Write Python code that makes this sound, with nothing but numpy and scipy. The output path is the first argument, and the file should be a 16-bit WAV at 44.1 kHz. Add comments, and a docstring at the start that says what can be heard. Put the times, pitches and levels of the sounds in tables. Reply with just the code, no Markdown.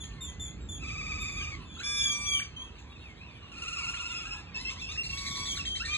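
"""A row of tall trees beyond a garden wall: a flock of birds calls there in chips, squeals, whistles, two long
trills and a chatter, over farther birds and the rumble of distant traffic.
Calls are sums of gliding, slightly unsteady partials; rasps are shaped noise; the far flock is many random calls.
Wall and trunks return discrete echoes, foliage a scattered tail; traffic is noise with a swelling spectrum."""
import sys
import numpy as np
from scipy import signal
from scipy.fft import rfft, irfft, next_fast_len
from scipy.io import wavfile
from scipy.ndimage import uniform_filter1d

SR = 44100
rng = np.random.default_rng(int(sys.argv[2]) if len(sys.argv) > 2 else 0)


def attenuation_scalar(level_db):
    """Turn a level in dB into a linear amplitude multiplier (20 dB per decade)."""
    decades = np.asarray(level_db, float) / 20
    return 10 ** decades


def pcm_store(signal):
    """Save signal as 16-bit PCM."""
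    levels = np.round(np.clip(np.atleast_2d(signal), -1, 1) * 32767)
    wavfile.write(sys.argv[1], SR, levels.astype(np.int16).T)


N = 263277  # samples

# Gliding calls of each kind: start_s, length_s, first_pitch_hz (before any scoop), last_pitch_hz, level_db
CHIPS = [(0., .055, 3500, 3100, -42), (.205, .1, 3630, 3100, -42), (.395, .1, 3560, 3280, -41),
         (.6, .08, 3820, 3680, -60), (1.19, .24, 3620, 3240, -47), (.686, .09, 3520, 3200, -41)]
SLURS = [(.86, .05, 3560, 2770, -54), (1.395, .055, 3280, 2620, -47), (1.65, .14, 3520, 3330, -59),
         (1.79, .016, 3350, 3020, -47), (3.77, .085, 2400, 2150, -50), (4.07, .06, 3800, 3350, -54),
         (5.305, .02, 3800, 3520, -44), (5.455, .085, 3560, 3060, -40), (4.81, .02, 3720, 3150, -45),
         (5.568, .015, 4250, 3300, -42)]
UPSWEEPS = [(1.765, .018, 1250, 1550, -52), (1.78, .03, 3720, 4150, -47), (1.79, .03, 2520, 2820, -47),
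            (1.8, .022, 1400, 1800, -42), (1.815, .014, 1900, 2500, -47), (1.99, .07, 2650, 3100, -50),
            (2.04, .018, 1500, 2250, -51), (2.395, .018, 1450, 2320, -42), (3.935, .02, 1450, 3100, -46),
            (3.955, .045, 3100, 4000, -46), (4.955, .018, 1550, 2300, -47), (5.568, .022, 1300, 2100, -46),
            (5.8, .038, 1300, 1830, -43), (5.81, .02, 3800, 4400, -47), (4.917, .012, 3800, 4300, -46),
            (4.805, .012, 3900, 4200, -47)]
SQUEALS = [(1.825, .58, 1193, 1158, -41), (5.1, .49, 1112, 1132, -44), (5.875, .095, 1190, 1225, -37.5),
           (4.558, .068, 850, 1070, -47), (4.2, .043, 1200, 1080, -47), (4.698, .024, 1120, 1400, -37),
           (4.76, 0.05, 960, 1240, -42), (4.885, .042, 1170, 1290, -38), (4.658, 0.043, 1050, 1075, -38)]
WHISTLES = [(2.41, .025, 2320, 2320, -38), (2.56, .075, 3120, 3280, -44), (3.76, .04, 2600, 2590, -43),
            (3.86, .05, 2680, 2720, -41), (4.03, .05, 2630, 2610, -45), (4.14, .05, 2610, 2610, -42),
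            (4.165, .03, 3380, 3360, -51), (4.27, .03, 2750, 2750, -44), (4.305, .05, 2590, 2590, -42),
            (4.542, .045, 2650, 2610, -41), (4.645, .06, 2670, 2640, -39), (4.81, .05, 2700, 2580, -43),
            (4.872, .06, 2720, 2770, -45), (4.925, .045, 2600, 2580, -46), (4.972, .055, 2740, 2730, -35),
            (5.033, .05, 2730, 2720, -41), (5.092, .025, 2720, 2715, -39), (5.125, .03, 2710, 2705, -39),
            (5.325, .04, 3520, 3490, -45), (5.585, .035, 2830, 2600, -37), (5.65, .125, 3220, 3130, -38),
            (5.795, .032, 2550, 2850, -37), (5.835, .04, 1840, 1830, -43), (5.903, .055, 3180, 3160, -40)]
FAR_WHISTLES = [(.03, .17, 1810, 1790, -60), (.17, .04, 2150, 2070, -57), (.26, .29, 1960, 2080, -62),
                (2.77, .06, 3800, 4050, -67), (2.9, .07, 3900, 3620, -59), (2.99, .06, 3850, 3700, -59),
                (3.17, .09, 3720, 4100, -68), (3.28, .04, 3650, 3580, -61), (1.408, .028, 1540, 1680, -51),
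                (3.75, .06, 1220, 1090, -53), (4.085, .04, 950, 1000, -56), (4.27, .1, 780, 860, -61),
                (4.1, .055, 1950, 2150, -54), (4.25, .05, 1550, 1680, -52), (4.34, .06, 1620, 1700, -52),
                (5.22, .33, 2090, 2300, -51)]
TWO_VOICED = [(1.83, .25, 3480, 3390, -41.5)]
# How each kind unfolds: glide_lateness (a power), scoop_share of pitch, rise_s, start_below_db, end_change_db
CHIP_SHAPE = (2.1, .015, .015, 8, -11)
SLUR_SHAPE = (1.3, .001, .04, 4, 3)
UPSWEEP_SHAPE = (1.7, .001, .012, 6, -5)
SQUEAL_SHAPE = (1.1, 0.0361, 0.0446, 7.6, 0.49)
WHISTLE_SHAPE = (1.1, .003, .012, 6, -2)
FAR_SHAPE = (.8, .001, .03, 6, -5)
TWO_VOICED_SHAPE = (5, 0.031, 0.02, 8.2, 2.7)
# Strength of partials 1, 2, 3 .. of each kind: partial_db
CHIP_PARTIALS = [-1.5, -4.5, -15.5, -19.5]
SLUR_PARTIALS = [-0.5, -9, -24.5, -32]
SQUEAL_PARTIALS = [-16.5, -7.5, -13, -12.5, -6.5, -16, -13.5, -18.5, -21, -12]
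WHISTLE_PARTIALS = [1, -15, -28, -36]
CRY_PARTIALS = [-1, -18.5, -20.5, -20]
TRILL_PARTIALS = [-12.5, -2, -18, -16, -20, -23.5, -31, -43]
CHATTER_PARTIALS = [-6, -13, -12, -17]
# Resonance of the open beak: resonance_hz, lift_db, width_hz
WHISTLE_BEAK = (5200, 11, 260)
CRY_BEAK = (6800, 10, 330)
# Beak and voice of each squeal: resonance_hz, fundamental_extra_db, knee (a partial number), # tilt_db per
# partial step, counted from half a step at partial knee - 1 upward, breath (share)
SQUEAL_BEAKS = [(2300, 3, 7, -1, .025), (3700, 5, 7, -1.5, .1), (2400, 3, 5, -4.5, .08),
                (3900, 1, 6, -2, .1), (3300, -4, 4, -6, .05), (3300, 0, 5, -2.5, .1),
                (3600, -3, 5, -3, .09), (3600, 2, 5, -3, .09), (3000, -8, 5, -3, .06)]
# Tones of a two-sided syrinx: multiple of the high voice, multiple of the low voice, level_db
VOICE_MIXTURES = [(1, 0, 1), (0, 1, -12), (1, 1, -3), (2, 0, -9), (2, 1, -24), (3, 0, -16)]
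# Contours of the two loudest cries, one list each: time_s, pitch_hz, level_db
CRIES = [
    [(1.96, 3620, -50), (1.98, 3740, -41), (2., 3480, -37), (2.035, 3410, -34), (2.105, 3310, -34),
     (2.135, 3300, -44)],
    [(2.25, 3120, -48), (2.268, 3400, -37), (2.33, 3290, -35), (2.355, 3170, -29), (2.382, 2980, -33),
     (2.4, 2620, -38)],
]
# Contour of a far bird that rolls its pitch up and down: time_s, pitch_hz, level_db
FAR_SONG = [(2.84, 2600, -64), (2.89, 2200, -61), (2.935, 2850, -54), (2.98, 2450, -59), (3.03, 2850, -56),
            (3.085, 2300, -57), (3.15, 2050, -63), (3.25, 2780, -55), (3.31, 2420, -56), (3.39, 2350, -62),
            (3.43, 2920, -52), (3.5, 2620, -57)]
# Contours of the trills, one list each: time_s, centre_pitch_hz, level_db
TRILLS = [
    [(.79, 1292, -56), (.84, 1246, -40), (1., 1224, -40), (1.2, 1216, -40.5), (1.4, 1194, -39.5),
     (1.515, 1208, -42), (1.556, 985, -43)],
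    [(3.515, 1310, -51.5), (3.6, 1327, -42), (3.8, 1331, -37.5), (4., 1344, -40), (4.2, 1328, -40),
     (4.35, 1329, -44), (4.42, 1289, -52.5)],
]
# Warble of each trill: first_crest_s, rate_hz, first_swing and last_swing (shares of pitch),
# crest_swell (dB, scaled per partial), breath (share), fundamental_extra_db
WARBLES = [(.825, 18., .06, .044, .6, .085, -3.5), (3.522, 18.6, .064, .06, 7, .1, -1)]
# Single echo that blurs the trills, from birds deeper among the trees: delay_s, level_db
TRILL_ECHO = (.026, -15)
# Chatter, short arches of pitch: crest_s, level_db, crest_pitch_hz
CHATTER = [(4.924, -48, 2310), (5.045, -43, 2520), (5.101, -46, 2486), (5.186, -42.5, 2300),
           (5.275, -39.5, 2348), (5.368, -41, 2330), (5.467, -41, 2303), (5.567, -44, 2365),
           (5.663, -43, 2240), (5.764, -41, 2270), (5.86, -40.5, 2333), (5.948, -41.5, 2215)]
# Spectrum of the chatter's trailing hiss: frequency_hz, gain_db
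HISS_SPECTRUM = [(3000, -38), (3600, -9), (4200, -0.5), (4700, -3.5), (5300, -6), (7000, -15),
                 (10000, -26.5)]
# Short harsh rasps: start_s, length_s, level_db
RASPS = [(0.037, 0.012, -49), (1.792, 0.027, -47.5), (2.78, 0.032, -58.5), (3.07, 0.057, -69),
         (4.55, 0.032, -48), (4.694, 0.012, -45.5)]
# Spectrum of the rasps: frequency_hz, gain_db
RASP_SPECTRUM = [(1500, -16), (2800, 10), (5000, -8), (7000, 2.5), (8500, -19.5)]
# Swelling level of the far flock: time_s, level_db
FLOCK_LEVEL = [(0, -59), (.8, -67.5), (1.7, -56), (2.6, -59.5), (3.3, -60.5), (4., -50.5), (4.45, -56),
               (4.6, -51), (5.3, -55.5), (5.97, -55.5)]
# Spectral colour of the far flock: frequency_hz, gain_db
FLOCK_TONE = [(900, 11), (1500, -9.5), (2600, 12.5), (3600, 1.5), (4500, 4), (7000, -18), (9000, 6)]
# Reflections from wall and trunks: delay_s, level_db
ECHOES = [(0.013, -18), (.027, -21), (.041, -24), (.063, -28)]
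# Decay time of the scattered tail: frequency_hz, t60_s
FOLIAGE_DECAY = [(800, 0.73), (2000, 0.16), (3500, 0.28), (7000, 0.27), (11000, 0.1)]
# Scattering by leaves, strongest in the treble: frequency_hz, gain_db
LEAF_SCATTER = [(800, -0.5), (2500, 1), (4200, 1), (7000, 6.5), (11000, 15)]
# Relative power spectrum of the traffic: frequency_hz, density_db per Hz
TRAFFIC_SPECTRUM = [(21, -49), (35, -7.5), (59, -0.5), (92, -8), (159, -13), (407, -21.5), (544, -27),
                    (2600, -33), (3380, -35), (3730, -42), (5300, -41), (8050, -50), (11000, -73),
                    (14300, -101), (22000, -120)]
# Relative swell of the rumble: time_s, swell_db
TRAFFIC_SWELL = [(0, 5), (.8, 7.5), (1.25, 10), (1.8, 5), (2.4, 2), (3.8, 0.5), (4.599, 2), (5.198, 6.5),
                 (5.97, 4)]
# Left-right likeness of the diffuse fields: frequency_hz, likeness (1 = identical)
LIKENESS = [(60, 0.98), (300, 0.93), (600, 0.16), (1200, 0.91), (2900, .9), (3550, .1), (4300, .7),
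            (5100, .98), (8000, 0.99)]
# Level of the left port over the right: frequency_hz, balance_db
PORT_BALANCE = [(60, -1), (200, -5.5), (380, -4), (900, -4.5), (1300, -1.5), (3000, 0), (4200, 1),
                (5000, 0)]
# Phase lead of the left port: frequency_hz, lead_rad
LEFT_LEAD = [(0, 0), (1200, .2), (1700, .7), (2240, 1.9), (2670, 2.), (3000, 3.1), (3350, 4.3), (3600, 6.3),
             (3800, 7.7), (4250, 7.9), (5000, 9.4), (6000, 10.4), (7800, 12.5), (9000, 12.7), (9650, 13.1),
             (11000, 15.4), (13800, 16.2), (22050, 24)]
# Response of the microphone: frequency_hz, gain_db
MICROPHONE = [(25, -43), (45, 0.5), (7500, 2.5), (9000, -6.5), (11000, 3.5), (12000, -7), (13800, -5.5),
              (16000, -24)]


def evened(x):
    """Normalisation: scales a signal to rms 1."""
    return x / np.sqrt(np.mean(x ** 2) + 1e-20)


def read(points, hz):
    """Interpolation of a spectrum on a logarithmic frequency axis."""
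    f, value = np.transpose(points)
    return np.interp(np.log(hz + 1), np.log(f + 1), value)


def shaped(x, points):
    """Linear filtering: multiplies the spectrum by a gain curve."""
    gain = attenuation_scalar(read(points, np.fft.rfftfreq(len(x), 1 / SR)))
    return irfft(rfft(x) * gain, len(x))


def add(mix, s, sound):
    """Superposition: adds a sound at time s, cut at the end of the mix."""
    part = mix[round(s * SR):][:len(sound)]
    part += sound[:len(part)]


def wobble(size, span_s):
    """Random fluctuation: twice-smoothed noise of rms 1."""
    span = int(span_s * SR)
    noise = rng.standard_normal(size)
    return evened(uniform_filter1d(uniform_filter1d(noise, span), span))


def curve(rows):
    """Piecewise-linear contour: times, pitch and level of a call at every sample."""
    s, hz, db = np.transpose(rows)
    t = np.arange(s[0], s[-1], 1 / SR)
    return t, np.interp(t, s, hz), np.interp(t, s, db)


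def glide(length, first_hz, last_hz, db, shape):
    """Frequency glide: a scooped, soft start, then one power-law sweep while the level drifts."""
    lateness, scoop, rise_s, soft_db, end_db = shape
    t = np.arange(0, length, 1 / SR)
    u = t / length
    start = np.clip(1 - t / rise_s, 0, 1)
    swept = first_hz + (last_hz - first_hz) * u ** lateness
    return swept * (1 - scoop * start ** 2), db - soft_db * start + end_db * u


def beak(hz, partials_db, beak_hz, lift_db, width_hz):
    """Resonance: the open beak lifts whichever partial passes its resonance."""
    return [db + lift_db * np.exp(-(((k + 1) * hz - beak_hz) / width_hz) ** 2)
            for k, db in enumerate(partials_db)]


def sing(hz, level_db, partials_db, unsteady=.004, breath=.02, flutter_db=1.5, edge_s=.005):
    """Harmonic tone of the syrinx: partials on an unsteady pitch; breath roughens the higher ones more."""
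    turns = np.cumsum(hz * (1 + unsteady * wobble(len(hz), .0025))) / SR
    puffs = breath * wobble(len(hz), .0008)
    tone = 0
    for number, db in enumerate(partials_db, 1):
        roughness = (1 + number * puffs) / np.hypot(1, number * breath)  # the divisor keeps the mean power
        tone = tone + attenuation_scalar(db) * roughness * np.sin(2 * np.pi * number * turns)
    edges = signal.windows.tukey(len(hz), min(1, 2 * edge_s * SR / len(hz)))
    return np.sqrt(2) * attenuation_scalar(level_db + flutter_db * wobble(len(hz), .0093)) * tone * edges


def trill(rows, crest_s, rate, first_swing, last_swing, crest_swell, breath, first_db):
    """Frequency modulation: a warble that tires and lingers at crests, where upper partials swell."""
    t, centre_hz, db = curve(rows)
    turn = 2 * np.pi * rate * (t - crest_s) + .12 * wobble(len(t), .05)  # no two warbles quite alike
    swing = np.linspace(first_swing, last_swing, len(t))
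    warbled = centre_hz * (1 + swing * (np.cos(turn) - .094 * np.cos(2 * turn)))
    partials_db = []
    for k, partial_db in enumerate(TRILL_PARTIALS):
        share = .69 if k >= 2 else .42
        partials_db.append(partial_db + crest_swell * share * (np.cos(turn) - .5))
    partials_db[0] = partials_db[0] + first_db
    call = sing(warbled, db, partials_db, unsteady=.006, breath=breath, flutter_db=2.2)
    delay_s, echo_db = TRILL_ECHO
    add(call, delay_s, attenuation_scalar(echo_db) * call)
    return call


def squeal(hz, db, beak_hz, first_db, knee, tilt_db, breath):
    """Harmonic richness: a steady tone of many partials, tilted from just below a knee and lifted by the beak."""
    tilt = tilt_db * np.maximum(np.arange(len(SQUEAL_PARTIALS)) + 2.5 - knee, 0)
    partials_db = np.add(SQUEAL_PARTIALS, tilt)
    partials_db[0] += first_db
    lifted = beak(hz, partials_db, beak_hz, lift_db=9., width_hz=600)
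    return sing(hz, db, lifted, unsteady=.0013, breath=breath)


def two_voiced(hz, db):
    """Combination tones: two oscillators in one throat give both tones, their multiples and sums."""
    low_voice_hz = 1640
    return sum(sing(high * hz + low * low_voice_hz, db + tone_db, [0], unsteady=.00032)
               for high, low, tone_db in VOICE_MIXTURES)


def chatter(db, crest_hz, arch_s):
    """Parabolic glide: a rough arch of pitch, a harsher second voice above it and a trailing hiss."""
    arch = np.linspace(-1, 1, int(arch_s * SR))
    hz = crest_hz * (1 - .33 * arch ** 2)
    upper_hz = 1.74 * (hz + crest_hz) / 2  # a flatter arch
    lower = sing(hz, db - 2, CHATTER_PARTIALS, unsteady=.012, breath=.2, edge_s=.004)
    upper = sing(upper_hz, db - 2, [0, -13], unsteady=.03, breath=.5, edge_s=.006)
    hiss_s, fade_db = .09, 16
    t = np.arange(0, hiss_s, 1 / SR)
    hiss = evened(shaped(rng.standard_normal(len(t)), HISS_SPECTRUM))
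    call = hiss * attenuation_scalar(db - 2.5 - fade_db * t / hiss_s) * signal.windows.tukey(len(t), .5)
    add(call, 0, lower + upper)
    return call


def rasp(length_s, db):
    """Filtered noise: a short harsh burst with soft edges."""
    noise = evened(shaped(rng.standard_normal(int(length_s * SR)), RASP_SPECTRUM))
    return attenuation_scalar(db) * noise * signal.windows.tukey(len(noise), .5)


def near_birds():
    """Superposition of every call that stands out, the fainter far whistles and far song included."""
    mix = np.zeros(N)
    for rows, warble in zip(TRILLS, WARBLES):
        add(mix, rows[0][0], trill(rows, *warble))
    for rows in CRIES:
        _, hz, db = curve(rows)
        add(mix, rows[0][0], sing(hz, db, beak(hz, CRY_PARTIALS, *CRY_BEAK)))
    for (s, *call), mouth in zip(SQUEALS, SQUEAL_BEAKS):
        add(mix, s, squeal(*glide(*call, SQUEAL_SHAPE), *mouth))
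    for s, *call in TWO_VOICED:
        add(mix, s, two_voiced(*glide(*call, TWO_VOICED_SHAPE)))
    arch_s = .029
    for crest_s, db, hz in CHATTER:
        add(mix, crest_s - arch_s / 2, chatter(db, hz, arch_s))
    for s, *call in WHISTLES:
        hz, db = glide(*call, WHISTLE_SHAPE)
        add(mix, s, sing(hz, db, beak(hz, WHISTLE_PARTIALS, *WHISTLE_BEAK), unsteady=.0037))
    plain_kinds = ((CHIPS, CHIP_SHAPE, CHIP_PARTIALS, .004), (SLURS, SLUR_SHAPE, SLUR_PARTIALS, .004),
                   (UPSWEEPS, UPSWEEP_SHAPE, WHISTLE_PARTIALS, .003),
                   (FAR_WHISTLES, FAR_SHAPE, [0, -22], .006))
    for calls, shape, partials_db, unsteady in plain_kinds:
        for s, *call in calls:
            add(mix, s, sing(*glide(*call, shape), partials_db, unsteady))
    for s, length_s, db in RASPS:
        add(mix, s, rasp(length_s, db))
    _, hz, db = curve(FAR_SONG)
    add(mix, FAR_SONG[0][0], sing(hz, db, [-3, -25], unsteady=.02, breath=.25, flutter_db=4))
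    return mix


def flock(count=600):
    """Random superposition: many overlapping calls of chance pitch, glide and length deeper in the trees."""
    mix = np.zeros(N + SR)
    for when, pitch, bend, length, size in rng.random((count, 5)):
        length_s = .025 + .06 * length
        hz = 1100 * 3.6 ** pitch * np.linspace(1, 1 + .7 * (bend - .45), int(length_s * SR))
        call = sing(hz, 6. * size, [0, -5, -12], unsteady=.012, edge_s=.015)
        add(mix, when * (N + SR / 2) / SR, call)
    return shaped(mix, FLOCK_TONE)


def foliage(x):
    """Diffuse scattering: convolution with sparse taps, partly alike in both ears, decaying band by band."""
    taps = np.zeros((2, SR))
    at = np.arange(400, SR - 20, 20) + rng.integers(0, 20, (2, (SR - 401) // 20))
    np.put_along_axis(taps, at, rng.choice([-1., 1.], at.shape), 1)
    hz, t, z = signal.stft(taps, SR, nperseg=256)
    same = np.clip(read(LIKENESS, hz), -1, 1)[:, None]
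    z[1] = same * z[0] + np.sqrt(1 - same ** 2) * z[1]
    decay = attenuation_scalar(-60 * t / read(FOLIAGE_DECAY, hz)[:, None])
    tail = signal.istft(z * decay, SR, nperseg=256)[1]
    tail = tail / np.linalg.norm(tail[0])
    return signal.fftconvolve(x[None], tail, axes=1)[:, :len(x)]


def traffic():
    """Partly coherent noise: a low rumble that swells and a faint steady wash, in drifting patches."""
    frames, hz = N // 512 + 5, np.fft.rfftfreq(2048, 1 / SR)
    a, b, c, d, patches = rng.standard_normal((frames, 1025, 5)).T
    patches = evened(uniform_filter1d(uniform_filter1d(patches, 10, 0), 8, 1))
    same = np.clip(read(LIKENESS, hz), -1, 1)[:, None]
    left = a + 1j * b
    right = same * left + np.sqrt(1 - same ** 2) * (c + 1j * d)
    swell_db = np.interp(np.arange(frames) * 512 / SR, *np.transpose(TRAFFIC_SWELL))
    swell_db = np.outer(1 / (1 + (hz / 350) ** 2), swell_db)  # the bass swells most
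    z = np.array([left, right]) * attenuation_scalar(read(TRAFFIC_SPECTRUM, hz)[:, None] + swell_db + 1.2 * patches)
    noise = signal.istft(z, nperseg=2048, noverlap=1536)[1][:, :N]
    return attenuation_scalar(-45.0) * evened(noise)


def scene():
    """Sound field as a sum: near birds with echoes and scattered tail, the blurred flock, traffic."""
    near = near_birds()
    echoed = near.copy()
    for delay_s, db in ECHOES:
        add(echoed, delay_s, attenuation_scalar(db) * near)
    scattered = attenuation_scalar(-8.0) * foliage(shaped(near, LEAF_SCATTER))
    far = flock()
    far = (.092 * far + foliage(far))[:, SR // 2:][:, :N]  # begins with the flock under way
    far_db = np.interp(np.arange(N) / SR, *np.transpose(FLOCK_LEVEL))
    return echoed + scattered + attenuation_scalar(far_db) * evened(far) + traffic()


def top_cut(x):
    """Nothing passes above the cut-off."""
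    return signal.sosfilt(signal.butter(12, 15300, fs=SR, output="sos"), x)


def record(dry):
    """Two-port reception, a few centimetres apart on a small body: the right hears later and more bass."""
    size = next_fast_len(N + 4096)
    hz = np.fft.rfftfreq(size, 1 / SR)
    lead_rad = np.interp(hz, *np.transpose(LEFT_LEAD))
    half = attenuation_scalar(read(PORT_BALANCE, hz) / 2) * np.exp(.5j * lead_rad)  # half the difference to each port
    ports = attenuation_scalar(read(MICROPHONE, hz)) * np.array([half, 1 / half])
    mix = irfft(rfft(dry, size) * ports, size)[:, :N]
    return top_cut(mix)


dry = scene()
out = record(dry)
pcm_store(out)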